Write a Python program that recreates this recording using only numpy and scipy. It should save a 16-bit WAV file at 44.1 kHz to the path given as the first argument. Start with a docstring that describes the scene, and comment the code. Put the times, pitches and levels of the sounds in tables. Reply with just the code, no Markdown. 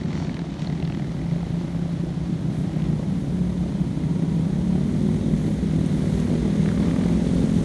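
"""Four small single-cylinder motorcycles labour along a dirt track under a wooded hillside.
They start far off, behind a bend, and slowly near the microphone, their exhaust pulses beating
in one low drone. One engine ticks and pops sharply at first; another rasps and pops late on.
Tyres hiss on the dirt and flick a few stones, and the slope throws back dull echoes."""
import sys
import numpy as np
from scipy import signal
from scipy.fft import rfft, irfft, next_fast_len
from scipy.io import wavfile
from scipy.ndimage import uniform_filter1d

SR = 44100
rng = np.random.default_rng(int(sys.argv[2]) if len(sys.argv) > 2 else 0)


def unload_audio(sound):
    """Save the sound as a 16-bit wav file, at the path given as the first command line argument."""
    columns = np.transpose(np.atleast_2d(sound))
    # keep every value between -1 and 1, then stretch to whole-number steps
    steps = np.round(np.clip(columns, -1, 1) * 32767)
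    wavfile.write(sys.argv[1], SR, steps.astype(np.int16))


N = 337035
TIME = np.arange(N) / SR

# engine speed of the leading bike, opening up round the bend: time_s, firing_hz
LEAD_SPEED = [(0, 30), (.25, 30), (.8, 28.5), (1.5, 28.2), (2.05, 28.3), (2.3, 32.3), (2.65, 31.8),
              (2.97, 30.3), (3.3, 35.4), (3.6, 36), (3.8, 32.4), (4, 30.7), (4.17, 32.3), (4.45, 32.8),
              (4.6, 35.5), (4.73, 35.9), (5.02, 40.6), (5.17, 40.5), (5.35, 39.5), (5.68, 40.7),
              (5.95, 37.7), (6.27, 39.6), (6.55, 39.8), (6.85, 42.2), (7, 43), (7.17, 42.8), (7.42, 44.2),
              (7.64, 42.4)]
# the ticking bike falters briefly, then gathers speed: time_s, firing_hz
TICKING_SPEED = [(0, 42.3), (.2, 42.7), (.62, 38), (.92, 41.3), (1.12, 40.8), (1.65, 44.5), (3.1, 46.7),
                 (3.7, 43.5), (5, 51.4), (5.7, 53.3), (6.8, 47.8), (7.64, 47)]
# exhaust colour from behind the bend: frequency_hz, gain_db
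HIDDEN_EXHAUST = [(25, -42), (45, -20), (62, -13), (82, -19), (105, -20), (125, -12), (142, -3.5),
                  (162, 1.5), (178, -2), (195, -7), (230, -12.5), (310, -19), (420, -29), (1500, -75)]
# exhaust colour in the open: frequency_hz, gain_db
OPEN_EXHAUST = [(25, -42), (45, -20), (62, -12), (85, -16), (100, -18), (122, -13), (150, -1), (175, 0),
                (210, -3.5), (255, -5), (305, -11.5), (385, -13.5), (480, -18), (700, -33), (1500, -70)]
# the rasping bike's bursts of throttle: centre_s, half_length_s, level_db
THROTTLE_SURGES = [(2.8, 0.3, -55.5), (6.9, 0.42, -49)]
# comb-like colour of the high hiss and clicks at the microphone: frequency_hz, gain_db
TREBLE_COMB = [(1500, -5.5), (3500, 4), (5000, -3), (6400, 5.5), (7700, -1.5), (9000, 4), (10300, -6.5),
               (11000, -27), (12000, -11)]


def firings(speed, mean_db, uneven_db, jitter_s):
    """One pulse per combustion, each a little off in time and strength."""
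    cycles = np.cumsum(in_time(speed)) / SR
    at = np.flatnonzero(np.diff(np.round(cycles)))
    timing, strength = rng.standard_normal((len(at), 2)).T
    at = np.clip(at + (timing * jitter_s * SR).astype(int), 0, N - 1)
    pulses = np.zeros(N)
    pulses[at] = from_db(exhaust_weight_db(speed, mean_db)[at] + uneven_db * strength)
    return pulses


def exhaust_weight_db(speed, mean_db, db_per_hz=-.46):
    """An exhaust's weight in the group falls as its engine fires faster."""
    firing_hz = in_time(speed)
    return mean_db + db_per_hz * (firing_hz - firing_hz.mean())


def lead_silencer():
    """The leading silencer sings on orders that swell once per firing; load moves its resonance."""
    # the resonance under load: time_s, centre_hz, width_hz, level_db
    resonance = [(0, 146, 35, -35.5), (.5, 155, 40, -38), (.85, 150, 50, -34), (2.05, 170, 70, -38),
                 (2.35, 164, 35, -28.5), (2.95, 168, 40, -29), (3.4, 218, 60, -30.5), (4, 160, 36, -29),
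                 (4.45, 172, 36, -26), (4.7, 188, 46, -25), (5.05, 206, 58, -24), (5.4, 196, 68, -26.5),
                 (5.95, 150, 90, -25), (6.4, 190, 170, -24), (7, 205, 170, -23.3), (7.64, 195, 150, -22)]
    # pipe resonances for the seventh order and up: frequency_hz, gain_db
    pipe_colour = [(200, -7), (250, -9), (290, -14), (330, -16), (375, -11), (425, -15.5), (470, -21),
                   (515, -19), (560, -22), (620, -27)]
    # the hillside hides those orders until the bike is close: time_s, gain_db
    hill_shade = [(0, -5), (2.4, -9), (4.4, -8), (5.1, -2.5), (5.6, -3.5), (6.2, .5), (6.9, 2.5), (7.64, 2)]
    firing_hz = in_time(LEAD_SPEED)
    centre_hz, width_hz, level_db = in_time(resonance)
    phase = 2 * np.pi * (np.cumsum(firing_hz) / SR - .5)
    shade = from_db(in_time(hill_shade))
    tone = 0
    for order in range(4, 15):
        hz = order * firing_hz
        if order <= 6:
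            gain = np.exp(-((hz - centre_hz) / width_hz) ** 2)
        else:
            gain = shade * at_hz(pipe_colour, hz)
        tone += gain * from_db(2.1 * drift(16)) * np.cos(order * phase + .35 * drift(9))
    return from_db(level_db) * evened(tone)


def exhaust_note(speed, mean_db, near):
    """Steady orders of the firing rate drift out of step on their many paths along the slope."""
    firing_hz = in_time(speed)
    phase = 2 * np.pi * np.cumsum(firing_hz) / SR
    tone = 0
    for order in range(3, 11):
        hz = order * firing_hz
        gain = (1 - near) * at_hz(HIDDEN_EXHAUST, hz) + near * at_hz(OPEN_EXHAUST, hz)
        tone += gain * np.sin(order * phase + 2 * np.pi * rng.random() + drift(2))
    return from_db(exhaust_weight_db(speed, mean_db) + 2.2 * drift(25)) * tone


def drone(pulses, notes, near):
    """Pulses ring the silencers over their steady notes, brighter once out in the open."""
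    drive = evened(pulses) + from_db(-6.5) * rng.standard_normal(N)
    chug = evened((1 - near) * coloured(drive, HIDDEN_EXHAUST) + near * coloured(drive, OPEN_EXHAUST))
    return approach(start_db=-27.3, db_per_s=.3) * evened(chug + from_db(-4 + 2 * near) * evened(notes))


def throb():
    """Uneven gain of engines beating together: a slight random waver and set swells and lulls."""
    # the clearest swells and lulls: centre_s, half_length_s, gain_db
    beats = [(0.495, 0.088, -5.5), (1.132, 0.022, -6.5), (1.463, 0.016, -6.5), (1.722, 0.019, -4),
             (1.772, 0.015, 3.5), (1.926, .025, 2), (2.25, .02, -1.5), (2.302, 0.023, 2),
             (2.385, 0.039, -6.5), (2.484, 0.026, 3.5), (2.55, 0.029, -4.5), (2.712, 0.014, -12),
             (2.937, .03, 4), (3.375, 0.014, -1), (3.417, 0.012, 6.5), (3.547, 0.018, -5),
             (3.837, 0.011, 6), (3.872, 0.011, -4), (4.24, 0.013, 7), (5.597, 0.013, -6)]
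    return from_db(.36 * drift(17) + sum(db * bell(s, half_s) for s, half_s, db in beats))


def bark(pulses):
    """Gas rushes from the pipes and echoes off the slope, swelling with the throttle."""
    gas = rms_one(puffs(pulses, decay_s=.005)) + from_db(-2) * rms_one(pulses)
    # colour of the rushing gas: frequency_hz, gain_db
    gas_colour = [(150, -46.5), (260, 4), (340, 3), (450, -7), (600, -6.5), (800, -16), (1050, -22),
                  (1500, -30.5), (3000, -47.5)]
    lull = from_db(-3.5 * bell(centre_s=.52, half_s=.061))
    gain = approach(start_db=-37.5, db_per_s=.5) * lull + from_db(3.5) * swells(THROTTLE_SURGES)
    return gain * evened(coloured(hillside(gas, echo_db=-4, t60_s=.4), gas_colour))


def deep_note():
    """The ticking bike's silencer booms at twice its firing rate."""
    # strength of the boom: time_s, level_db
    boom_level = [(0, -38.5), (3.5, -58), (5, -36.5), (6.2, -37), (7.64, -51)]
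    phase = 2 * np.pi * np.cumsum(in_time(TICKING_SPEED)) / SR
    return from_db(in_time(boom_level) + 2.5 * drift(10)) * rms_one(np.sin(2 * phase))


def thumps():
    """Now and then a hard firing booms out of the drone."""
    # hard firings: start_s, peak_db
    hard_firings = [(2.92, -24), (4.395, -15.5), (5.052, -16.5), (5.48, -19), (5.626, -17), (6.315, -16),
                    (6.593, -15), (6.882, -12), (7.44, -10)]
    unit_peak = np.abs(coloured(clicks([(0, 0)]), OPEN_EXHAUST)).max()
    return coloured(clicks(hard_firings), OPEN_EXHAUST) / unit_peak


def ticks(pulses, near):
    """Every firing gives a dry tick and rings the engine fins, each with a new strength."""
    # colour of the tick: frequency_hz, gain_db
    tick_colour = [(300, -48), (700, 24), (1300, 1.5), (2050, 14), (2700, -3), (3400, 1), (4300, -22),
                   (5100, -19), (6200, -17), (8000, -49), (12000, -35)]
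    # ringing fins: pitch_hz, gain_db, t60_s
    fin_modes = [(910, 12, .014), (1230, 8, .009), (1600, 8, .006), (2040, 11.5, .013), (3090, 10, .008),
                 (3850, 9, .011), (4410, 5, .016), (5420, 2, .009)]
    # spells of sharp ticking: centre_s, half_length_s, level_db
    spells = [(.18, 0.22, -45), (.385, 0.048, -49), (.68, 0.13, -49.5), (.9, 0.13, -50.5), (1.25, .3, -54),
              (1.6, 1, -58), (2.82, 0.15, -57)]
    tick = coloured(puffs(pulses, decay_s=.0015), tick_colour)
    fins = 0
    for hz, db, t60_s in fin_modes:
        fins += ring(pulses * from_db(db + 2.2 * rng.standard_normal(N)), hz, t60_s)
    gain = swells(spells) + from_db(-65) * near ** 2  # faint ticking carries in the open
    return gain * evened(rms_one(tick) + from_db(-3) * rms_one(fins))


def rasp(pulses):
    """Under throttle, every firing gives a coarse burst."""
    # colour of the burst: frequency_hz, gain_db
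    rasp_colour = [(300, -26), (650, -4), (820, -6), (980, 0), (1200, -1), (1420, -8), (1650, -7.5),
                   (1930, -2.5), (2250, -6), (2700, -17), (3500, -15), (5000, -22), (11000, -37)]
    return swells(THROTTLE_SURGES) * evened(coloured(puffs(pulses, decay_s=.011), rasp_colour))


def engine_rattle(pulses):
    """Each firing shakes the engine into a gritty rattle, over the steady rub of its gears."""
    # colour of the gritty engine rattle: frequency_hz, gain_db
    rattle_colour = [(500, -25), (800, -10), (970, -1), (1150, -10), (1480, -5), (1700, -8), (1950, 2),
                     (2250, -2), (2650, -18), (3200, -5), (3700, -3), (4300, -9), (5000, -22), (11000, -45)]
    # the rattle grows as the bike nears: time_s, level_db
    rattle_level = [(0, -66), (3.4, -62), (4.2, -56), (5.1, -53), (5.8, -53), (7.64, -52.5)]
    shake = evened(puffs(pulses, decay_s=.012)) + from_db(-2) * rng.standard_normal(N)
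    return from_db(in_time(rattle_level)) * evened(coloured(shake, rattle_colour))


def accents(decay_s=.0022):
    """Accented engine ticks and sharp pops, each a short coloured noise burst."""
    # accented ticks and pops: start_s, peak_db, centre_hz, width_hz
    bursts = [(.131, -31, 3100, 3000), (.249, -33, 2200, 1800), (.294, -32, 2000, 500),
              (.343, -34, 3400, 3500), (.368, -32, 2050, 700), (.392, -33, 2700, 2200),
              (.541, -36, 3200, 3500), (.594, -34, 2800, 3000), (.619, -32, 3400, 3500),
              (.646, -33, 3100, 2000), (.671, -30, 4100, 650), (.801, -34, 3700, 900),
              (.825, -32, 3100, 1400), (.85, -33, 3700, 1000), (.875, -33, 2200, 1400),
              (.899, -33, 2100, 1600), (.923, -32, 2100, 1600), (.948, -34, 2300, 1800),
              (.995, -35, 1900, 1600), (1.119, -36, 3000, 3000), (2.732, -36, 1900, 2200),
              (2.799, -35, 1700, 1800), (2.82, -35, 2000, 2200), (2.841, -33, 2200, 2500),
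              (6.659, -27.5, 1400, 1200), (6.688, -26, 1700, 1100), (6.715, -30, 1250, 600),
              (6.776, -31, 1600, 1500), (6.803, -33, 2200, 2200), (6.831, -30, 1700, 1800),
              (6.884, -30, 1400, 1400), (6.911, -30, 1500, 1200), (6.962, -29, 1600, 1600),
              (7.015, -32, 1700, 1600), (7.037, -31, 2000, 1600)]
    out, t = np.zeros(N), TIME[:SR // 40]
    for start_s, peak_db, hz, width_hz in bursts:
        band = signal.butter(2, [hz - width_hz / 2, hz + width_hz / 2], "band", fs=SR, output="sos")
        burst = signal.sosfilt(band, rng.standard_normal(len(t)) * np.exp(-t / decay_s))
        start = int(start_s * SR)
        out[start:start + len(t)] += from_db(peak_db) * burst / np.abs(burst).max()
    return out


def gear_whine(pitch_hz=950):
    """A gearbox sings faintly and unsteadily."""
    # its one swell: centre_s, half_length_s, level_db
    whine_swell = [(4.15, 0.68, -55.5)]
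    phase = 2 * np.pi * pitch_hz * TIME
    return swells(whine_swell) * rms_one(drift(90) * np.cos(phase) + drift(90) * np.sin(phase))


def whirr():
    """Chains and engine cases whirr as a fluttering band of noise."""
    # colour of the whirr: frequency_hz, gain_db
    whirr_colour = [(400, 4.5), (800, 7), (1050, 2.5), (1500, 0.5), (2050, 0.5), (2700, -4.5), (3200, -2.5),
                    (4100, -4), (4900, -8.5), (6000, -10), (8000, -18.5), (12000, -49)]
    # its strength at the microphone: time_s, level_db
    whirr_level = [(0, -44.5), (.8, -46.5), (1.3, -46), (3.9, -47.5), (5.4, -46.5), (6.3, -43),
                   (7.64, -42.5)]
    flutter = rng.standard_normal(N) * from_db(1.04 * drift(150))
    return from_db(in_time(whirr_level)) * rms_one(coloured(flutter, whirr_colour))


def tyre_hiss(near):
    """Tyres grind fine grit: grainy close by, smoother and duller from afar."""
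    close = coloured(rng.standard_normal(N) * from_db(1.4 * drift(400)), TREBLE_COMB)
    air_loss = signal.butter(2, 12600, fs=SR, output="sos")
    far = signal.sosfilt(air_loss, coloured(rng.standard_normal(N), TREBLE_COMB))
    hiss = evened(near * close + (1 - near) * far) * from_db(.4 * drift(5))
    return approach(start_db=-65.5, db_per_s=2) * hiss


def sprays():
    """A rear wheel sprays gravel in short, bright swells; loose sand gives finer ones."""
    # gravel sprays: centre_s, half_length_s, level_db
    gravel_swells = [(0.193, 0.09, -43.5), (0.63, 0.055, -46)]
    # colour of the spray: frequency_hz, gain_db
    gravel_colour = [(800, 5), (930, 8), (1150, 4), (1500, -3), (1800, -3), (2080, 1), (2700, -5),
                     (3100, -3), (3700, -5), (4250, -6), (4420, 4), (4620, -7), (5000, -9), (5450, -3),
                     (6200, -6), (7500, -13), (11000, -32)]
    # runs through sand: centre_s, half_length_s, level_db
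    sand_swells = [(2.58, 0.083, -56), (3.21, .04, -58), (5.47, 0.12, -53.5), (6.15, 0.26, -53)]
    # colour of sand: frequency_hz, gain_db
    sand_colour = [(2500, -22), (5000, -5), (6500, 3), (9000, 2), (11500, 1)]
    gravel = swells(gravel_swells) * rms_one(coloured(rng.standard_normal(N), gravel_colour))
    sand = swells(sand_swells) * rms_one(coloured(rng.standard_normal(N), sand_colour))
    return gravel + sand


def stones():
    """Small stones crack under the tyres."""
    # flicked stones: start_s, strength_db
    flicks = [(5.3744, -44), (5.8596, -40), (6.1994, -41)]
    return coloured(puffs(clicks(flicks), decay_s=.0071), TREBLE_COMB)


def hillside(x, echo_db, t60_s, echoes_per_s=400):
    """Rocks and trees add a thin, dying train of echoes to the direct sound."""
    t = TIME[:SR // 2]
    echoes = rng.standard_normal(len(t)) * (rng.random(len(t)) < echoes_per_s / SR)
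    echoes *= (t > .02) * from_db(-60 * t / t60_s)
    return x + from_db(echo_db) * signal.fftconvolve(x, rms_one(echoes) / np.sqrt(len(t)))[:N]


def rumble():
    """Low noise stands for far echoes of the exhausts, blurred together."""
    # colour of the rumble: frequency_hz, gain_db
    rumble_colour = [(15, -15), (30, -10), (42, -6), (58, 11), (80, 3.5), (105, 5), (150, 2), (300, -44)]
    # its strength at the microphone: time_s, level_db
    rumble_level = [(0, -46), (1.3, -35.5), (2.6, -36.5), (3.4, -31.5), (4.2, -35), (4.8, -31.5),
                    (6.2, -30.5), (6.8, -29), (7.64, -28)]
    return from_db(in_time(rumble_level)) * evened(coloured(rng.standard_normal(N), rumble_colour))


def from_db(db):
    """Decibels to gain."""
    return 10 ** (np.asarray(db) / 20)


def rms_one(x):
    """Scale to unit rms."""
    return x / np.sqrt(np.mean(x ** 2) + 1e-20)


def evened(x):
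    """Unit rms over every third of a second; faster throbs stay."""
    return x / np.sqrt(uniform_filter1d(x ** 2, size=SR // 3) + 1e-12)


def in_time(rows):
    """A curve's value column, or each of several, at every sample."""
    time_s, *columns = np.transpose(rows)
    return np.squeeze([np.interp(TIME, time_s, column) for column in columns])


def at_hz(spectrum, hz):
    """Gain of a spectrum at the given frequencies."""
    points_hz, db = np.transpose(spectrum)
    return from_db(np.interp(np.log(hz), np.log(points_hz), db))


def drift(per_s):
    """A random wander of unit rms."""
    knots = rng.standard_normal(int(N / SR * per_s) + 3)
    return rms_one(np.interp(TIME * per_s, np.arange(len(knots)), knots))


def bell(centre_s, half_s):
    """A smooth rise to 1 and fall around a moment."""
    return np.exp(-((TIME - centre_s) / half_s) ** 2)


def swells(rows):
    """Gain of a set of bell-shaped swells."""
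    return sum(from_db(db) * bell(centre_s, half_s) for centre_s, half_s, db in rows)


def approach(start_db, db_per_s):
    """Gain of a layer as the bikes steadily near the microphone."""
    return from_db(start_db + db_per_s * TIME)


def clicks(events):
    """One click for each row of start_s, level_db."""
    out = np.zeros(N)
    start_s, level_db = np.transpose(events)
    out[(start_s * SR).astype(int)] = from_db(level_db)
    return out


def puffs(pulses, decay_s):
    """Each pulse releases a quickly dying burst of noise."""
    envelope = signal.lfilter([1], [1, -np.exp(-1 / (decay_s * SR))], np.abs(pulses) + 1e-18)
    return envelope * rng.standard_normal(N)


def ring(pulses, hz, t60_s):
    """A unit pulse sets a sine of height 1 ringing."""
    decay, step = from_db(-60 / (t60_s * SR)), 2 * np.pi * hz / SR
    return signal.lfilter([0, np.sin(step)], [1, -2 * decay * np.cos(step), decay ** 2], pulses + 1e-18)


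def coloured(x, spectrum):
    """Minimum-phase filter with the given spectrum, so that pulses ring after they strike."""
    size = 2 * next_fast_len(N // 2 + SR // 4)
    bins_hz = np.maximum(np.arange(size // 2 + 1) * SR / size, 1)
    cepstrum = irfft(np.log(at_hz(spectrum, bins_hz)))
    cepstrum[1:size // 2] *= 2
    cepstrum[size // 2 + 1:] = 0
    return irfft(rfft(x, size) * np.exp(rfft(cepstrum)))[:N]


def scene():
    """Four engines, their clatter and their tyres, heard in mono from beside the track."""
    # the second bike holds its speed, then eases off: time_s, firing_hz
    second_speed = [(0, 33.7), (2.4, 33.9), (3.9, 36.5), (4.4, 34.9), (5, 36.7), (6, 35.1), (6.5, 31.8),
                    (7.64, 29.7)]
    # the rasping bike revs up once, late: time_s, firing_hz
    rasping_speed = [(0, 27.5), (5.5, 29), (6.55, 32.8), (7.03, 40.2), (7.64, 36)]
    # how far the bikes are out round the bend: time_s, open_share
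    nearness = [(0, 0.4), (2, 0.06), (4.3, 0.32), (5.2, 0.97), (6, 0.92), (7, 1), (7.64, 0.9)]
    near = in_time(nearness)
    lead_db, second_db, ticking_db, rasping_db = -4.5, -4.5, -6, -7.5
    lead = firings(LEAD_SPEED, lead_db, uneven_db=2.1, jitter_s=.0002)
    second = firings(second_speed, second_db, uneven_db=2.1, jitter_s=.0003)
    ticking = firings(TICKING_SPEED, ticking_db, uneven_db=.9, jitter_s=.00015)
    rasping = firings(rasping_speed, rasping_db, uneven_db=1.5, jitter_s=.00048)
    pulses = lead + second + ticking + rasping
    notes = exhaust_note(second_speed, second_db, near) + exhaust_note(TICKING_SPEED, ticking_db, near)
    group = drone(pulses, notes, near)
    roar = bark(pulses) + rumble()
    engines = roar + throb() * (group + lead_silencer()) + deep_note() + thumps() + gear_whine()
    clatter = ticks(ticking, near) + rasp(rasping) + engine_rattle(lead) + accents()
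    clatter = hillside(clatter, echo_db=-19, t60_s=.2)
    return (engines + clatter + whirr() + tyre_hiss(near) + sprays() + stones())[None]


def record(dry, cutoff_hz=11450):
    """The top treble is cut steeply."""
    return signal.sosfilt(signal.ellip(12, .1, 90, cutoff_hz, fs=SR, output="sos"), dry)


dry = scene()
out = record(dry)
unload_audio(out)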